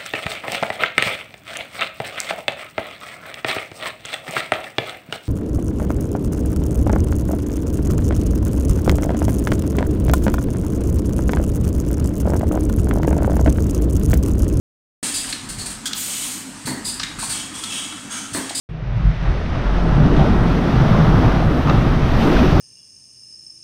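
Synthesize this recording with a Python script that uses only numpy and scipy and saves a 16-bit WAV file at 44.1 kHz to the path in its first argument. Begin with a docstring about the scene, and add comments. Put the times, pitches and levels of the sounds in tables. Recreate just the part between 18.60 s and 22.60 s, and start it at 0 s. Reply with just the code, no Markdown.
"""Swell in a sea cave.

From a small boat inside the cave, the engine throbbing low and a draught buffeting the microphone.
A swell runs in: air trapped in the rock hollows booms and gulps, water churns with bubbles along the
walls and its foam hisses. Small waves slap, one close by, then a second surge throws up spray.
The vault smears the water with its echo."""
import sys
import numpy as np
from scipy import signal
from scipy.fft import rfft, irfft
from scipy.io import wavfile
from scipy.ndimage import uniform_filter1d, map_coordinates

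SR = 44100
rng = np.random.default_rng(int(sys.argv[2]) if len(sys.argv) > 2 else 0)


def int16_out(signal):
    """Quantize to a 16-bit WAV file."""
    q = np.round(np.clip(np.atleast_2d(signal).T, -1, 1) * 32767)
    wavfile.write(sys.argv[1], SR, q.astype(np.int16))


N = 176400
TIME = np.arange(N) / SR
FREQ_HZ = np.maximum(np.arange(N // 2 + 1) * SR / N, 1)


def undb(db):
    """Decibels to gain."""
    return 10 ** (np.asarray(db) / 20)


def unit(x):
    """Scale to rms 1."""
    return x / np.sqrt(np.mean(x ** 2) + 1e-18)


def curve(rows):
    """Join (time_s, value) rows by straight lines."""
    return np.interp(TIME, *np.array(rows, float).T)


def colour(x, points):
    """Filter by (freq_hz, gain_db) points, rolling off beyond both ends; rms 1."""
    hz, db = np.array(points, float).T
    gain = undb(np.interp(np.log(FREQ_HZ), np.log(hz), db))
    roll_off = np.minimum(FREQ_HZ / hz[0], 1) / (1 + (FREQ_HZ / hz[-1] / 2) ** 4)
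    return unit(irfft(rfft(x) * gain * roll_off, N))


def walk(rate_hz):
    """Smooth random wander with a spread near 1."""
    hold = max(int(SR / rate_hz), 2)
    steps = rng.standard_normal(1024)[np.arange(N) // hold % 1024]
    return 1.3 * uniform_filter1d(uniform_filter1d(steps, hold), hold)


def steady(x, span_s):
    """Even out the slow swings of a random sound; rms near 1."""
    return x / np.sqrt(uniform_filter1d(x ** 2, max(int(span_s * SR), 2)) + 1e-9)


def strike(start_s, attack_s, decay_s):
    """Envelope of an impact: a straight rise, then an exponential fall."""
    age = np.maximum(TIME - start_s, 0)
    return np.minimum(age / attack_s, 1) * np.exp(-np.maximum(age - attack_s, 0) / decay_s)


def bubbles(low_hz, high_hz, cycles, spread_db, rise, count):
    """A cloud of bubbles: each rings for some cycles and glides up as it nears the surface."""
    out = np.zeros(N)
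    for when, size, strength in rng.random((count, 3)):
        hz = low_hz * (high_hz / low_hz) ** size
        start = int(when * N)
        t = np.arange(min(int(cycles / hz * SR) + 2, N - start)) / SR
        age = t * hz / cycles
        gain = undb(spread_db * min(-np.log(1 - strength), np.log(100)))
        ring = np.sin(2 * np.pi * hz * t * (1 + rise * age / 2))
        out[start:start + len(t)] += gain * undb(-40 * age) * ring
    return unit(out)


def cave(x, wet):
    """Direct sound plus the diffuse echo of the vault, whose treble dies first."""
    low_t60_s, high_t60_s, gap_s = 1.71, 0.7, .018
    noise = rng.standard_normal(N)
    low = signal.sosfilt(signal.butter(2, 2000, fs=SR, output="sos"), noise)
    tail = low * undb(-60 * TIME / low_t60_s) + (noise - low) * undb(-60 * TIME / high_t60_s)
    tail *= TIME > gap_s
    return x + wet * signal.fftconvolve(x, tail / np.sqrt(np.sum(tail ** 2)))[:N]


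def wind():
    """A draught from the cave mouth buffets the microphone."""
    # gusts: time_s, level_db
    gusts = [(.1, -41), (.8, -28.5), (.98, -27.5), (1.8, -17), (2.0, -45), (2.2, -21.5), (3.2, -24),
             (3.5, -15.5), (4, -24)]
    # rumble on the microphone: freq_hz, gain_db
    spectrum = [(4, -4.5), (12, -2), (26, -7), (45, -5.5), (70, -9), (150, -36.5), (400, -66)]
    return steady(colour(rng.standard_normal(N), spectrum), span_s=0.41) * undb(curve(gusts))


def engine():
    """The boat's engine: uneven slow firings through a muffled exhaust, smeared by the cave."""
    # engine speed: time_s, firing_rate_hz
    speed = [(0, 46.6), (.45, 49), (.7, 52.5), (1, 40.8), (1.6, 42), (2.5, 41.8), (4, 37.2)]
    # swings of the throb: time_s, relative_level_db
    levels = [(.1, -35), (.38, -23), (.44, -11.5), (.49, -14.5), (.55, -27), (.7, -16), (.85, -25),
              (.97, -19), (1.55, -17.5), (2.05, -22.5), (2.5, -21), (3.3, -21.5), (3.85, -17.5)]
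    # exhaust tone: freq_hz, gain_db
    exhaust = [(16, -13.5), (30, -3), (44, -3), (62, -2.5), (90, -13.5), (150, -21.5), (220, -35),
               (500, -58), (1500, -78)]
    jitter, scatter_db, gain_db = .13, 2.5, 1
    fired = np.cumsum(curve(speed) * (1 + jitter * walk(18))) / SR
    firings = np.diff(np.floor(fired), prepend=0) * undb(scatter_db * walk(34.8))
    throb = colour(cave(firings - firings.mean(), wet=0.6), exhaust)
    return steady(throb, span_s=0.13) * undb(curve(levels) + gain_db)


def spray():
    """Droplets patter back on the water; a fine mist joins them once the surge is strong."""
    # falling spray: time_s, relative_level_db
    levels = [(.1, -80), (.22, -93), (.36, -78), (.68, -71), (.93, -70.5), (1.26, -65), (1.9, -61.5),
              (2.0, -62), (2.3, -61), (2.65, -61), (2.86, -61.5), (3.1, -60.5), (3.4, -62), (3.56, -59),
              (3.62, -55), (3.98, -59)]
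    # patter of droplets: freq_hz, gain_db
    patter_spectrum = [(4000, -23), (6500, 0.5), (7500, -1), (8800, 2.5), (10500, -4), (11600, -8.5),
                       (13000, -19), (15000, -29)]
    # hiss of the mist: freq_hz, gain_db
    mist_spectrum = [(8000, -43.5), (11500, -8.5), (12300, 3.5), (13200, 0), (14200, -3), (15200, -6.5)]
    knee_db, mist_slope = -60.5, 3.6  # below the knee the mist falls away this many times faster
    drops = bubbles(7000, 15000, cycles=4, spread_db=3, rise=.1, count=3000)
    level_db = curve(levels)
    patter = colour(rng.standard_normal(N) + undb(-12) * drops, patter_spectrum)
    over_db = level_db - knee_db
    mist_db = -59 + np.minimum(over_db, mist_slope * over_db) + .5 * walk(40)
    mist = colour(rng.standard_normal(N) + undb(-12.5) * drops, mist_spectrum)
    return patter * undb(level_db + 2.5) + mist * undb(mist_db)


def foam():
    """Tiny bubbles fizz; the sizzle of the smallest grows faster than the foam itself."""
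    # build-up of foam: time_s, relative_level_db
    levels = [(.1, -50.5), (.39, -44), (.7, -40.5), (1.1, -38.5), (1.52, -37), (1.58, -36.5), (1.84, -38),
              (1.91, -35.5), (2.0, -37.5), (2.32, -34.5), (2.47, -36), (2.65, -34.5), (2.88, -37),
              (3.19, -36.5), (3.4, -37), (3.54, -34), (3.62, -32.5), (3.8, -31.5), (3.98, -33.5)]
    # hiss of the foam: freq_hz, gain_db
    hiss_spectrum = [(600, -18.5), (1300, 2.5), (1900, 2), (2500, -1), (3600, -5), (4300, -12.5),
                     (6000, -23), (6700, -32), (7500, -38), (10000, -61), (15000, -84)]
    # sizzle of the smallest bubbles: freq_hz, gain_db
    sizzle_spectrum = [(1500, -28.5), (2700, 1.5), (3600, 0), (4200, -3), (5000, -4.5), (6000, -7),
                       (6700, -17), (7400, -24.5), (10000, -48.5), (15000, -74.5)]
    pivot_db, sizzle_slope = -37, 1.41
    fizz = cave(bubbles(1570, 7400, cycles=8.0, spread_db=0.5, rise=0.31, count=5000), wet=1.0)
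    level_db = curve(levels) + .5 * walk(23.17)
    hiss = colour(rng.standard_normal(N) + undb(-7) * fizz, hiss_spectrum)
    pops = bubbles(3000, 6200, cycles=5, spread_db=1.5, rise=.1, count=4000)
    sizzle = colour(rng.standard_normal(N) + undb(-15) * pops, sizzle_spectrum)
    sizzle_db = -42 + sizzle_slope * (level_db - pivot_db)
    return hiss * undb(level_db + 1.5) + sizzle * undb(sizzle_db)


def wash():
    """Water runs along the walls, full of small bubbles."""
    # flow along the walls: time_s, relative_level_db
    levels = [(.1, -45), (.48, -36), (.57, -40), (.68, -32.5), (.88, -35.5), (.93, -32.5), (1.32, -26.5),
              (1.53, -26), (1.59, -26), (1.97, -27), (2.36, -22.5), (2.45, -24), (2.65, -22.5),
              (2.87, -26.5), (3.18, -26), (3.47, -28.5), (3.66, -22), (3.98, -23.5)]
    # running water: freq_hz, gain_db
    spectrum = [(150, -21), (350, -3.5), (520, -4), (720, -3), (1000, -4.5), (1300, -3.5), (1650, -9.5),
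                (2100, -23), (3200, -38), (7000, -70)]
    gurgle = cave(bubbles(465, 2067, cycles=10.3, spread_db=0.5, rise=0.11, count=2600), wet=0.67)
    water = colour(rng.standard_normal(N) + undb(-11.5) * gurgle, spectrum)
    return steady(water, span_s=0.19) * undb(curve(levels) + 1 + 0.53 * walk(18))


def churn():
    """The swell tumbles over itself: large bubbles gulp in low turbulence."""
    # heave of the swell: time_s, relative_level_db
    levels = [(0.1, -43.5), (0.45, -41), (1.19, -28), (1.51, -20), (2.03, -23), (2.08, -21), (2.5, -22.5),
              (2.57, -18.5), (2.85, -26), (2.93, -21.5), (3.03, -24.5), (3.11, -21), (3.42, -24.5),
              (3.62, -23.5), (3.66, -21.5), (3.98, -21.5)]
    # turbulence: freq_hz, gain_db
    spectrum = [(25, -14.5), (45, 4), (70, 5), (120, -9.5), (190, 0), (255, -2), (330, -3), (450, -7.5),
                (700, -39.5), (1500, -50)]
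    glugs = cave(bubbles(172.3, 625, cycles=6.9, spread_db=2.0, rise=0.29, count=700), wet=0.52)
    water = colour(rng.standard_normal(N) + undb(-17) * glugs, spectrum)
    return steady(water, span_s=0.13) * undb(curve(levels) + 3.5)


def breakers():
    """A wave hits the rock: water is thrown up, and just after it the hollow behind thuds."""
    # waves breaking: start_s, thud_db, thrown_db
    waves = [(1.55, -28, -36.5), (3.565, -18, -32)]
    # thud of the hollow: freq_hz, gain_db
    thud_spectrum = [(120, -21), (210, -5.5), (340, 2), (470, -1.5), (650, -13.5), (1200, -34)]
    # thrown water: freq_hz, gain_db
    thrown_spectrum = [(1000, -14), (2000, 1.5), (3100, 1.5), (4500, -9.5), (6200, -16.5), (7500, -29)]
    attack_s, decay_s, thud_lag_s = 0.054, 0.11, 0.055
    thud = steady(colour(rng.standard_normal(N), thud_spectrum), span_s=0.039)
    thrown = colour(rng.standard_normal(N), thrown_spectrum)
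    out = np.zeros(N)
    for start_s, thud_db, thrown_db in waves:
        out += undb(thrown_db) * thrown * strike(start_s, attack_s, decay_s)
        out += undb(thud_db) * thud * strike(start_s + thud_lag_s, attack_s, decay_s)
    return out


def slaps():
    """Small waves near the boat close on air pockets in quick bursts; a smaller pocket rings higher."""
    # wave slaps: start_s, level_db, brightness_hz, decay_s, pocket_pitch_ratio
    hits = [(1.563, -32, 2370, 0.015, 0.96), (1.59, -20.5, 653, 0.037, 0.64),
            (1.648, -21, 650, 0.017, 0.543), (2.347, -24, 1080, .016, 0.87),
            (3.071, -15, 1130, 0.0039, 0.95), (3.081, -16, 1139, 0.0081, 0.93),
            (3.091, -29, 2630, 0.0068, 1), (3.095, -17.5, 1300, 0.0085, 1), (3.095, -25.5, 3800, .005, 0.9),
            (3.106, -18, 1210, .007, 0.91), (3.763, -22, 1410, .012, 1.25), (3.787, -26, 2200, .008, 0.94)]
    # air pocket resonances at pitch ratio 1: pitch_hz, width_hz, gain_db
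    modes = [(933, 74, -2.5), (1190, 180, 2.5), (1750, 210, -11.5), (2620, 340, -9), (3680, 250, -10),
             (6100, 550, -13.5)]
    attack_s, top_hz = 0.0029, 6440

    def resonance(hz, q):
        return 1 / (1 + 1j * q * (FREQ_HZ / hz - hz / FREQ_HZ))

    out = np.zeros(N)
    for start_s, level_db, brightness_hz, decay_s, ratio in hits:
        pocket = sum(undb(db) * resonance(hz * ratio, q=hz / width_hz) for hz, width_hz, db in modes)
        contact = resonance(brightness_hz, q=2) / (1 + (FREQ_HZ / top_hz) ** 6)
        burst = unit(irfft(rfft(rng.standard_normal(N)) * pocket * contact, N))
        out += undb(level_db) * steady(burst, span_s=0.0084) * strike(start_s, attack_s, decay_s)
    return cave(out, wet=0.51)


def gulps():
    """Large air pockets swell and ring against the rock, wobbling and rising in pitch as they shrink."""
    # single air pockets: start_s, pitch_hz, level_db, length_s
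    pockets = [(0.324, 118, -23.5, 0.2), (0.438, 150, -21, .13), (0.641, 393, -37, 0.22),
               (1.364, 152, -16, .12), (1.379, 275, -24, .24), (1.562, 144.9, -15.5, .1),
               (2.13, 128.1, -14, 0.13), (2.385, 147.3, -15, 0.19), (2.631, 116, -13, 0.088),
               (3.087, 124.5, -17, 0.063), (3.562, 219, -17.5, 0.1), (3.645, 294.3, -18.5, .07),
               (3.701, 348.4, -18.5, 0.063), (3.791, 267.7, -15, 0.078), (3.83, 350, -19.5, 0.062)]
    attack_share, rise = 0.31, .08
    wobble = 1 + .06 * walk(70)
    out = np.zeros(N)
    for (start_s, pitch_hz, level_db, length_s), phase in zip(pockets, rng.random(len(pockets))):
        age = np.clip((TIME - start_s) / length_s, 0, 1)
        swell = np.sin(np.pi / 2 * np.interp(age, [0, attack_share, 1], [0, 1, 0]))
        cycles = phase + np.cumsum(pitch_hz * wobble * (1 + rise * (age - .5))) / SR
        out += undb(level_db) * swell * np.sqrt(2) * np.sin(2 * np.pi * cycles)
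    return cave(out, wet=0.31)


def boom():
    """Big pockets of trapped air thud in the rock hollows, whose pitch moves with the water level."""
    # booming of the hollows: time_s, level_db
    levels = [(0.1, -30.5), (0.4, -22), (0.6, -31), (0.66, -21), (0.77, -33), (1.11, -27), (1.42, -14),
              (1.53, -21), (1.62, -19), (1.85, -16), (2.03, -24.5), (2.17, -18), (2.31, -15), (2.45, -12.5),
              (2.6, -17), (2.75, -21), (2.87, -14), (2.98, -24), (3.15, -15.5), (3.82, -22), (3.98, -12.5)]
    # hollows filling and draining: time_s, pitch_hz
    pitch = [(.1, 134.8), (.4, 129.2), (.65, 152.2), (1.1, 149.9), (1.9, 152.6), (2.25, 140.2),
             (2.5, 143.7), (2.7, 135), (3.3, 137.4), (4, 148.6)]
    # their resonance at the centre pitch: freq_hz, gain_db
    spectrum = [(20, -39.5), (60, -26), (92, -16), (118, -5.5), (140, -1), (158, 0.5), (185, -10),
                (240, -16.5), (350, -39), (800, -63.5)]
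    centre_hz = 140
    pockets = bubbles(80.9, 257.6, cycles=8.7, spread_db=2.5, rise=0.12, count=700)
    thuds = colour(cave(pockets, wet=0.64), spectrum)
    bent = map_coordinates(thuds, [np.cumsum(curve(pitch) / centre_hz)], mode="grid-wrap")
    return steady(bent, span_s=0.059) * undb(curve(levels))


def scene():
    """Engine, wind and water at one microphone in the boat."""
    mix = engine() + wind() + boom() + churn() + wash() + foam() + spray()
    return (mix + slaps() + gulps() + breakers())[None]


def record(dry):
    """The sound opens abruptly; the highest peaks are rounded and the top is cut."""
    start_s, fade_s, ceiling, top_hz = 0.0894, 0.0017, .9, 15300
    opened = dry * np.clip((TIME - start_s) / fade_s, 0, 1)
    rounded = opened / (1 + (np.abs(opened) / ceiling) ** 6) ** (1 / 6)
    return signal.sosfilt(signal.ellip(10, .2, 80, top_hz, fs=SR, output="sos"), rounded)


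dry = scene()
out = record(dry)
int16_out(out)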